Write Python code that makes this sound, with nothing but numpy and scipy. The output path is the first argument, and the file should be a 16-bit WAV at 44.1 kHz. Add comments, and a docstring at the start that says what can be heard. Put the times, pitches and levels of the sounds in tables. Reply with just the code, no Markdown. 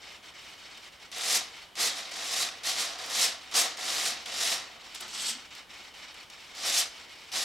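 """In a small room, the servos of a model jet buzz in fits as they hold its surfaces against their weight.
Loaded gears tick in their play. From about 1 s the tail planes, ailerons and nozzles swing: each stroke
opens with a tick of backlash, then a rush of gear-tooth impacts excites the hollow airframe's resonances.
Near 5 s the rudders twitch, jerk and swing, and the tail answers with dull knocks.
The holding buzz returns, broken by three last strokes."""
import sys
import numpy as np
from scipy import signal
from scipy.fft import rfft, irfft, next_fast_len
from scipy.io import wavfile

SR = 44100
rng = np.random.default_rng(int(sys.argv[2]) if len(sys.argv) > 2 else 0)


def to_wav(s):
    """Save 16-bit WAV."""
    ch = np.atleast_2d(s).T  # columns
    pcm = np.round(np.clip(ch, -1, 1) * 32767)  # PCM
    wavfile.write(sys.argv[1], SR, pcm.astype(np.int16))


N = 328104
TIME = np.arange(N) / SR


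def from_db(db):
    """Amplitude grows tenfold for every 20 dB."""
    return 10 ** (np.asarray(db) / 20)


def rms_one(x):
    """Normalisation to unit mean power."""
    return x / np.sqrt(np.mean(x ** 2) + 1e-20)


def drift(rate_hz):
    """Low-passed Gaussian noise: a smooth fluctuation of unit rms."""
    step, settle = 40, 2000
    pole = np.exp(-2 * np.pi * step * rate_hz / SR)
    noise = rng.standard_normal(N // step + settle + 2)
    slow = signal.lfilter([1], [1, -2 * pole, pole * pole], noise)[settle:]
    return np.interp(np.arange(N) / step, np.arange(len(slow)), rms_one(slow))


def colour(x, points):
    """Zero-phase filtering by a curve of (frequency [Hz], gain [dB])."""
    size = next_fast_len(N + SR // 10)
    hz, db = np.transpose(points)
    bins = np.maximum(np.fft.rfftfreq(size, 1 / SR), 1)
    gain = from_db(np.interp(np.log(bins), np.log(hz), db))
    return irfft(rfft(x, size) * gain, size)[..., :N]


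def cut(x, hz, kind, order=4):
    """Butterworth filtering: a maximally flat passband."""
    return signal.sosfilt(signal.butter(order, hz, kind, fs=SR, output="sos"), x)


def resonate(x, peaks):
    """Resonance: each mode scales its own band, and rings longer the narrower it is."""
    out = x
    for hz, width_hz, gain_db in peaks:
        radius = np.exp(-np.pi * width_hz / SR)
        poles = [1, -2 * radius * np.cos(2 * np.pi * hz / SR), radius ** 2]
        band = signal.lfilter(np.array([1, 0, -1]) * (1 - radius ** 2) / 2, poles, x + 1e-18)
        out = out + (from_db(gain_db) - 1) * band
    return out


def decay(impulses, ring_s):
    """Damping: each impulse dies away exponentially."""
    return signal.lfilter([1], [1, -np.exp(-1 / (ring_s * SR))], impulses + 1e-18)


def contacts(rate_hz, uneven_db, chance_db, teeth):
    """Gear meshing: one impact per tooth, in a pattern of strengths that recurs with each turn."""
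    phase = np.cumsum(rate_hz) / SR + rng.random()
    tooth = phase.astype(int)
    at = np.flatnonzero(np.diff(tooth))
    tooth_db = uneven_db * rng.standard_normal(teeth)[tooth[at] % teeth]
    scatter_db = chance_db * np.clip(rng.standard_normal(len(at)), -2, 2)
    strength = rms_one(from_db(tooth_db + scatter_db)) / np.sqrt(rate_hz[at] / SR)
    late = (tooth[at + 1] - phase[at]) / (phase[at + 1] - phase[at])   # fraction of a sample
    out = np.zeros(N)
    out[at] += strength * (1 - late)
    out[at + 1] += strength * late
    return out


def rattle(clicks, ring_s):
    """Chatter of loose teeth: the energy of each impact decays as noise."""
    return rms_one(np.sqrt(decay(clicks ** 2, ring_s)) * rng.standard_normal(N))


def shell_path(bounce=0.66, stages=3, size=4096):
    """Allpass dispersion: short echoes in the shell smear a click without colouring it."""
    response = 1
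    for lag in rng.integers(20, 170, stages):
        delay = np.exp(-2j * np.pi * np.fft.rfftfreq(size) * lag)
        response = response * (delay - bounce) / (1 - bounce * delay)
    return irfft(response)


def airframe(x, side_lag_s=.002):
    """Multipath transmission through the shell: one path to the mid, a later one to the side."""
    ahead = signal.oaconvolve(x, shell_path())[:N]
    sideways = signal.oaconvolve(np.roll(x, round(side_lag_s * SR)), shell_path())[:N]
    return rms_one(np.array([ahead, sideways]))


# Fits of holding buzz: (time [s], duration [s], level [dB])
BUZZ_FITS = [(0, .15, -49), (.227, 0.064, -50), (0.338, 0.2, -49), (.577, 0.23, -51), (0.824, .045, -48.5),
             (.92, 0.022, -53), (0.998, 0.058, -50), (1.44, .2, -49), (2.055, .05, -46),
             (2.546, 0.091, -52), (3.41, .1, -49.5), (4.193, 0.087, -48.5), (4.666, 0.099, -53),
             (4.794, 0.17, -49), (5.385, 0.072, -51), (5.505, 0.1, -48.5), (5.693, 0.19, -49.5),
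             (5.938, .173, -48), (6.142, 0.087, -49), (6.301, .255, -50), (6.902, .14, -49.5),
             (7.075, 0.22, -51)]
# Spectral envelope of the stalled gears: (frequency [Hz], gain [dB])
BUZZ_SPECTRUM = [(150, -23), (250, -11), (550, -9.5), (800, -4.5), (1750, -4.5), (2200, -2), (3600, -5.5),
                 (5600, -7), (6400, -13.5), (8700, -16.5), (9600, -41), (16000, -47)]
# Case and airframe modes under the buzz: (frequency [Hz], bandwidth [Hz], gain [dB])
BUZZ_MODES = [(2160, 37, 4.6), (2240, 50, 7.6), (2430, 34, 5.8), (3000, 160, 5.1), (2960, 130, 2.1),
              (3700, 140, 6.2), (4430, 29, 9.1), (5080, 44, 5.2), (5340, 73, 7.1), (5880, 80, 6),
              (7340, 340, 5.2), (8800, 165.8, 3.19)]
# Spectral envelope of a tooth's snap or tick: (frequency [Hz], gain [dB])
TICK_SPECTRUM = [(300, -13), (900, -15), (2500, 12), (4500, 7.5), (8000, -2), (11500, -6), (16000, -17)]


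def holding_buzz(pulse_hz=357.2, snaps_per_s=110, snap_db=-7, rise_s=0.0042, fall_db_per_s=280):
    """Forced vibration: drive pulses jog stalled gears in their play, and teeth snap over at random."""
    envelope_db = np.full(N, -120.)
    for start, length_s, db in BUZZ_FITS:
        span = slice(round(start * SR), round((start + length_s + .5) * SR))
        age = np.maximum(TIME[span] - start, 0)
        fit_db = db - 5 * np.exp(-age / rise_s) - fall_db_per_s * np.maximum(age - length_s, 0)
        envelope_db[span] = np.maximum(envelope_db[span], fit_db)
    buzz = 0
    for share in np.geomspace(.7, 1, 4):   # four servos, each at its own rate
        rate_hz = pulse_hz * share * np.exp(.06 * drift(14))
        jogs = contacts(rate_hz, uneven_db=1.5, chance_db=6.5, teeth=3)
        buzz = buzz + airframe(rms_one(jogs) + 1.37 * rattle(jogs, ring_s=0.00066))
    buzz = rms_one(resonate(colour(buzz, BUZZ_SPECTRUM), BUZZ_MODES))
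    slips = (rng.random(N) < snaps_per_s / SR) * from_db(1.3 * np.clip(rng.standard_normal(N), -2, 2))
    snaps = rms_one(colour(airframe(rattle(slips, ring_s=0.0038)), TICK_SPECTRUM))
    return from_db(envelope_db) * (buzz + from_db(snap_db) * snaps)


# Spectral envelope of the room's background: (frequency [Hz], gain [dB])
AMBIENT_SPECTRUM = [(15, -42), (25, -10), (59, -0.5), (114, -6.5), (624, -5), (840, -4), (1610, -6.5),
                    (2160, -4.5), (2690, -10.5), (2990, -1), (3430, -6.5), (5430, -15.5), (16000, -28)]


def room_tone(level_db=-55.5):
    """Stationary noise: a faint background, uncorrelated between mid and side."""
    noise = colour(rng.standard_normal((2, N)), AMBIENT_SPECTRUM)
    return from_db(level_db) * rms_one(cut(noise, 29, "high", order=2))


# Gears slipping under load: (time [s], relative level [dB], treble offset [dB])
GEAR_SLIPS = [(.775, -42, -4), (.843, -43, -6), (1.126, -25, -31), (1.183, -27, -4), (1.191, -35, -23),
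              (2.4877, -20, -38), (3.0431, -27, -30), (3.061, -33, 0), (4.259, -22, -22), (4.949, -30, -4),
              (5.0084, -33, 5), (5.551, -32, -9), (5.6095, -41, -34), (6.143, -39, -7), (6.3, -29, -14),
              (7.3241, -31, -10), (7.37, -15, -16)]


def backlash(ring_s=0.0042, body_db=-12.5, bright_db=2.0, crossover_hz=7000):
    """Impact across a clearance: gears tick as they slip and as each stroke takes up the slack."""
    starts = [(stroke[0], -29.5, -10.5) for stroke in SURFACE_STROKES + RUDDER_STROKES]   # as GEAR_SLIPS
    body, treble = np.zeros((2, N))
    for time_s, db, treble_db in starts + GEAR_SLIPS:
        body[round(time_s * SR)] = from_db(db + body_db)
        treble[round(time_s * SR)] = from_db(db + treble_db + bright_db)
    crack = rms_one(colour(rng.standard_normal((2, N)), TICK_SPECTRUM))
    return (cut(decay(body, ring_s) * crack, crossover_hz, "low")
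            + cut(decay(treble, ring_s) * crack, crossover_hz, "high"))


def stroke_envelopes(strokes, usual_db=-33, attack_s=.003, bite_s=0.026):
    """Brightness rises with speed: through run-up, cruise and slowing, rasp varies most, growl least."""
    gains = np.zeros((3, N))
    for start, run_up_s, cruise_s, fall_db_per_s, start_db, top_db, extra_growl_db, slack_s in strokes:
        age = np.maximum(TIME - start, 0)
        slowed_db = fall_db_per_s * np.maximum(age - run_up_s - cruise_s, 0)
        whirr_db = start_db + (top_db - start_db) * np.minimum(age / run_up_s, 1) - slowed_db - usual_db
        # The airframe growls less while the linkage is slack, and briefly more as the load bites.
        slack = np.clip((slack_s - age) / attack_s, 0, 1)
        bite = (0 < slack_s) * (age > slack_s) * np.exp(-np.abs(age - slack_s) / bite_s)
        growl_db = 0.64 * whirr_db + extra_growl_db - 4 * slack + 3.5 * bite
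        rasp_db = 1.63 * whirr_db - 0.41 * slowed_db
        attack = np.minimum(age / attack_s, 1)
        gains = np.maximum(gains, attack * from_db([growl_db, whirr_db, rasp_db]))
    return from_db(usual_db) * gains


def gear_trains(strokes, spectrum, modes, servos, mesh_hz, looseness, growl_db, whirr_db, rasp_db):
    """Source and filter: tooth impacts, denser and louder with speed, excite the cases and airframe."""
    crawl_db, command_hz, whirr_band_hz = -48, 45.4, (1500, 8000)
    growl, whirr, rasp = stroke_envelopes(strokes)
    speed = (np.maximum(whirr, from_db(crawl_db)) / whirr.max()) ** .22
    impacts = 0
    for share in np.geomspace(.7, 1, servos):
        rate_hz = mesh_hz * share * speed * np.exp(.035 * drift(12))
        pinion = contacts(rate_hz, uneven_db=9.5, chance_db=3.5, teeth=11)
        wheel = contacts(rate_hz / 4.3, uneven_db=1.5, chance_db=2.0, teeth=13)
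        clicks = pinion + 0.79 * wheel
        clean = rms_one(cut(clicks, 174, "high", order=2))
        chatter = rattle(clicks, ring_s=0.00048)
        impacts = impacts + airframe(np.sqrt(1 - looseness) * clean + np.sqrt(looseness) * chatter)
    surge = from_db(0.71 * np.sin(2 * np.pi * command_hz * TIME))   # each receiver command gives a push
    body = resonate(colour(impacts * surge, spectrum), modes)
    flicker_db = 1.24 * drift(45)   # the teeth catch unevenly
    return (growl * from_db(growl_db) * rms_one(cut(body, whirr_band_hz[0], "low"))
            + whirr * from_db(whirr_db) * rms_one(cut(body, whirr_band_hz, "band"))
            + rasp * from_db(rasp_db + flicker_db) * rms_one(cut(body, whirr_band_hz[1], "high")))


# Strokes of the tail planes, ailerons and nozzles: (time [s], run-up [s], cruise [s], decay rate [dB/s],
# relative start level [dB], relative top level [dB], extra growl [dB], slack time [s])
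SURFACE_STROKES = [ (1.116, 0.24, 0.0074, 235, -42, -24.5, -2, 0.05),
                   (1.754, .05, .068, 158, -45.5, -27.5, -0.5, .02),
                   (1.955, 0.021, .012, 95, -39, -36, -3, 0.017),
                   (2.112, 0.31, 0.0051, 145, -40.5, -28.5, 2.5, 0.5),
                   (2.633, .04, .027, 98.5, -38.5, -29.5, -2.5, .01),
                   (2.76, 0.043, 0.0065, 91, -34.5, -29, -0.5, 0),
                   (2.986, .019, 0.088, 148, -39, -39.5, 2, 0),
                   (3.094, 0.15, 0.0041, 175, -36, -23.5, -1.5, 0.0091),
                   (3.513, 0.01, .02, 150, -42.5, -40, -2.5, 0.0096),
                   (3.538, .025, .042, 135.5, -32, -24, 1.5, 0),
                   (3.77, 0.13, 0.13, 147, -39.5, -31.5, 0, 0.012),
                   (4.03, 0.036, .008, 125, -32.5, -28.5, -1, 0),
                   (4.258, 0.18, 0.092, 123, -40.5, -29.5, 3, 0.5),
                   (6.55, 0.13, 0.03, 166, -44.5, -29, -1.5, 0.084),
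                   (6.72, 0.068, .013, 246, -29.5, -24.5, -4, 0),
                   (7.317, .033, .1, 150, -41, -31, -3, 0.017), ]
# Spectral envelope of their gears: (frequency [Hz], gain [dB])
SURFACE_SPECTRUM = [(70, -56), (130, -24), (230, -10), (400, -12.5), (620, -9), (900, -7.5), (1150, -4),
                    (1480, -6), (2000, 1.5), (3700, 8), (5400, 5.5), (7500, -4), (9500, -10),
                    (11500, -13.5), (16000, -30.5)]
# Their case and airframe modes: (frequency [Hz], bandwidth [Hz], gain [dB])
SURFACE_MODES = [(245, 20, -1.5), (474, 11, 7), (540, 25, 7), (681, 50, 8.5), (743, 27, 8.5), (1880, 13, 4),
                 (3580, 22, 3), (3800, 37, 4.5), (4460, 13, 4.5), (4936, 15, 7), (5593, 26, 6),
                 (7340, 60, 4.5), (8150, 31, 5.5), (11430, 18, 8)]


def surface_servos():
    """Gear-mesh noise: four servos swing the tail planes, ailerons and nozzles."""
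    return gear_trains(SURFACE_STROKES, SURFACE_SPECTRUM, SURFACE_MODES, servos=4, mesh_hz=2403.4,
                       looseness=0.84, growl_db=-10.0, whirr_db=-3.0, rasp_db=-9.0)


# Twitch, jerk and full swing of the rudders: columns as in SURFACE_STROKES
RUDDER_STROKES = [ (4.945, 0.0057, .014, 151, -41, -41, -3, 0), (5.003, .006, .012, 89.7, -41, -40.5, 5, 0),
                  (5.08, .175, .05, 195, -43, -32.5, 0, 0), ]
# Spectral envelope of their gears: (frequency [Hz], gain [dB])
RUDDER_SPECTRUM = [(90, -52), (160, -15), (250, -13), (420, -16), (650, -13), (1500, -8), (3200, 8.5),
                   (5500, 6), (8400, -8.5), (9600, -12.5), (11500, -14), (16000, -32)]
# Their case and airframe modes: (frequency [Hz], bandwidth [Hz], gain [dB])
RUDDER_MODES = [(870, 36, 4.2), (2970, 39, 2.8), (4500, 62, 5), (7500, 90, 3.6), (7800, 220, 7.1),
                (8400, 430, 7.1)]


def rudder_servos():
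    """Gear-mesh noise at a lower tooth rate: two servos swing the rudders."""
    return gear_trains(RUDDER_STROKES, RUDDER_SPECTRUM, RUDDER_MODES, servos=2, mesh_hz=1307,
                       looseness=0.82, growl_db=-13.5, whirr_db=-3.5, rasp_db=-6.5)


# Dull knocks of the tail: (time [s], frequency [Hz], level [dB], 60 dB decay time [s])
TAIL_KNOCKS = [(5.005, 354, -48, 0.2255), (5.297, 224, -48, 0.32), (5.345, 259, -46.5, 0.2)]


def tail_knocks(rise_s=0.00873):
    """Damped free vibration: the hollow tail rings softly as the rudders start and stop."""
    out = 0
    for time_s, hz, db, t60_s in TAIL_KNOCKS:
        age = np.maximum(TIME - time_s, 0)
        envelope = from_db(db - 60 * np.minimum(age / t60_s, 2)) * (1 - np.exp(-age / rise_s))
        out = out + envelope * np.sin(2 * np.pi * hz * age)
    return out


def echoes(t60_s):
    """A diffuse field: dense reflections of unit total energy decay exponentially."""
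    age = np.arange(int(t60_s * SR)) / SR
    tail = rng.standard_normal(len(age)) * from_db(-60 * age / t60_s) * (age > .001)
    return tail / np.sqrt(np.sum(tail ** 2))


def room(x, t60_s=0.34, mid_db=-11, side_db=-7, band_hz=(600, 9000)):
    """Reverberation: the walls add a short, duller tail to mid and side; the bass leaks away."""
    responses = [cut(echoes(t60_s), band_hz, "band", order=1) for _ in range(2)]
    tails = [signal.oaconvolve(x[0], response)[:N] for response in responses]
    return x + from_db([[mid_db], [side_db]]) * tails


# Stereo width: (frequency [Hz], relative side gain [dB])
SIDE_SPECTRUM = [(60, -29), (110, -1.5), (200, -9.5), (380, -5), (700, -9.5), (1290, -8.5), (2380, -11.5),
                 (4400, -11.5), (8120, -14), (15000, -5)]


def scene():
    """Superposition in mid and side: the jet is central; reflections and room tone give a little width."""
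    jet = surface_servos() + rudder_servos() + holding_buzz() + backlash()
    mid, side = room(jet) + room_tone()
    mid = mid + tail_knocks()
    side = from_db(0.5) * colour(side, SIDE_SPECTRUM)
    return np.array([mid + side, mid - side])


def record(dry, cutoff_hz=15900):
    """Band limiting: an elliptic low-pass cuts the top steeply."""
    return signal.sosfilt(signal.ellip(12, .1, 80, cutoff_hz, fs=SR, output="sos"), dry)


dry = scene()
out = record(dry)
to_wav(out)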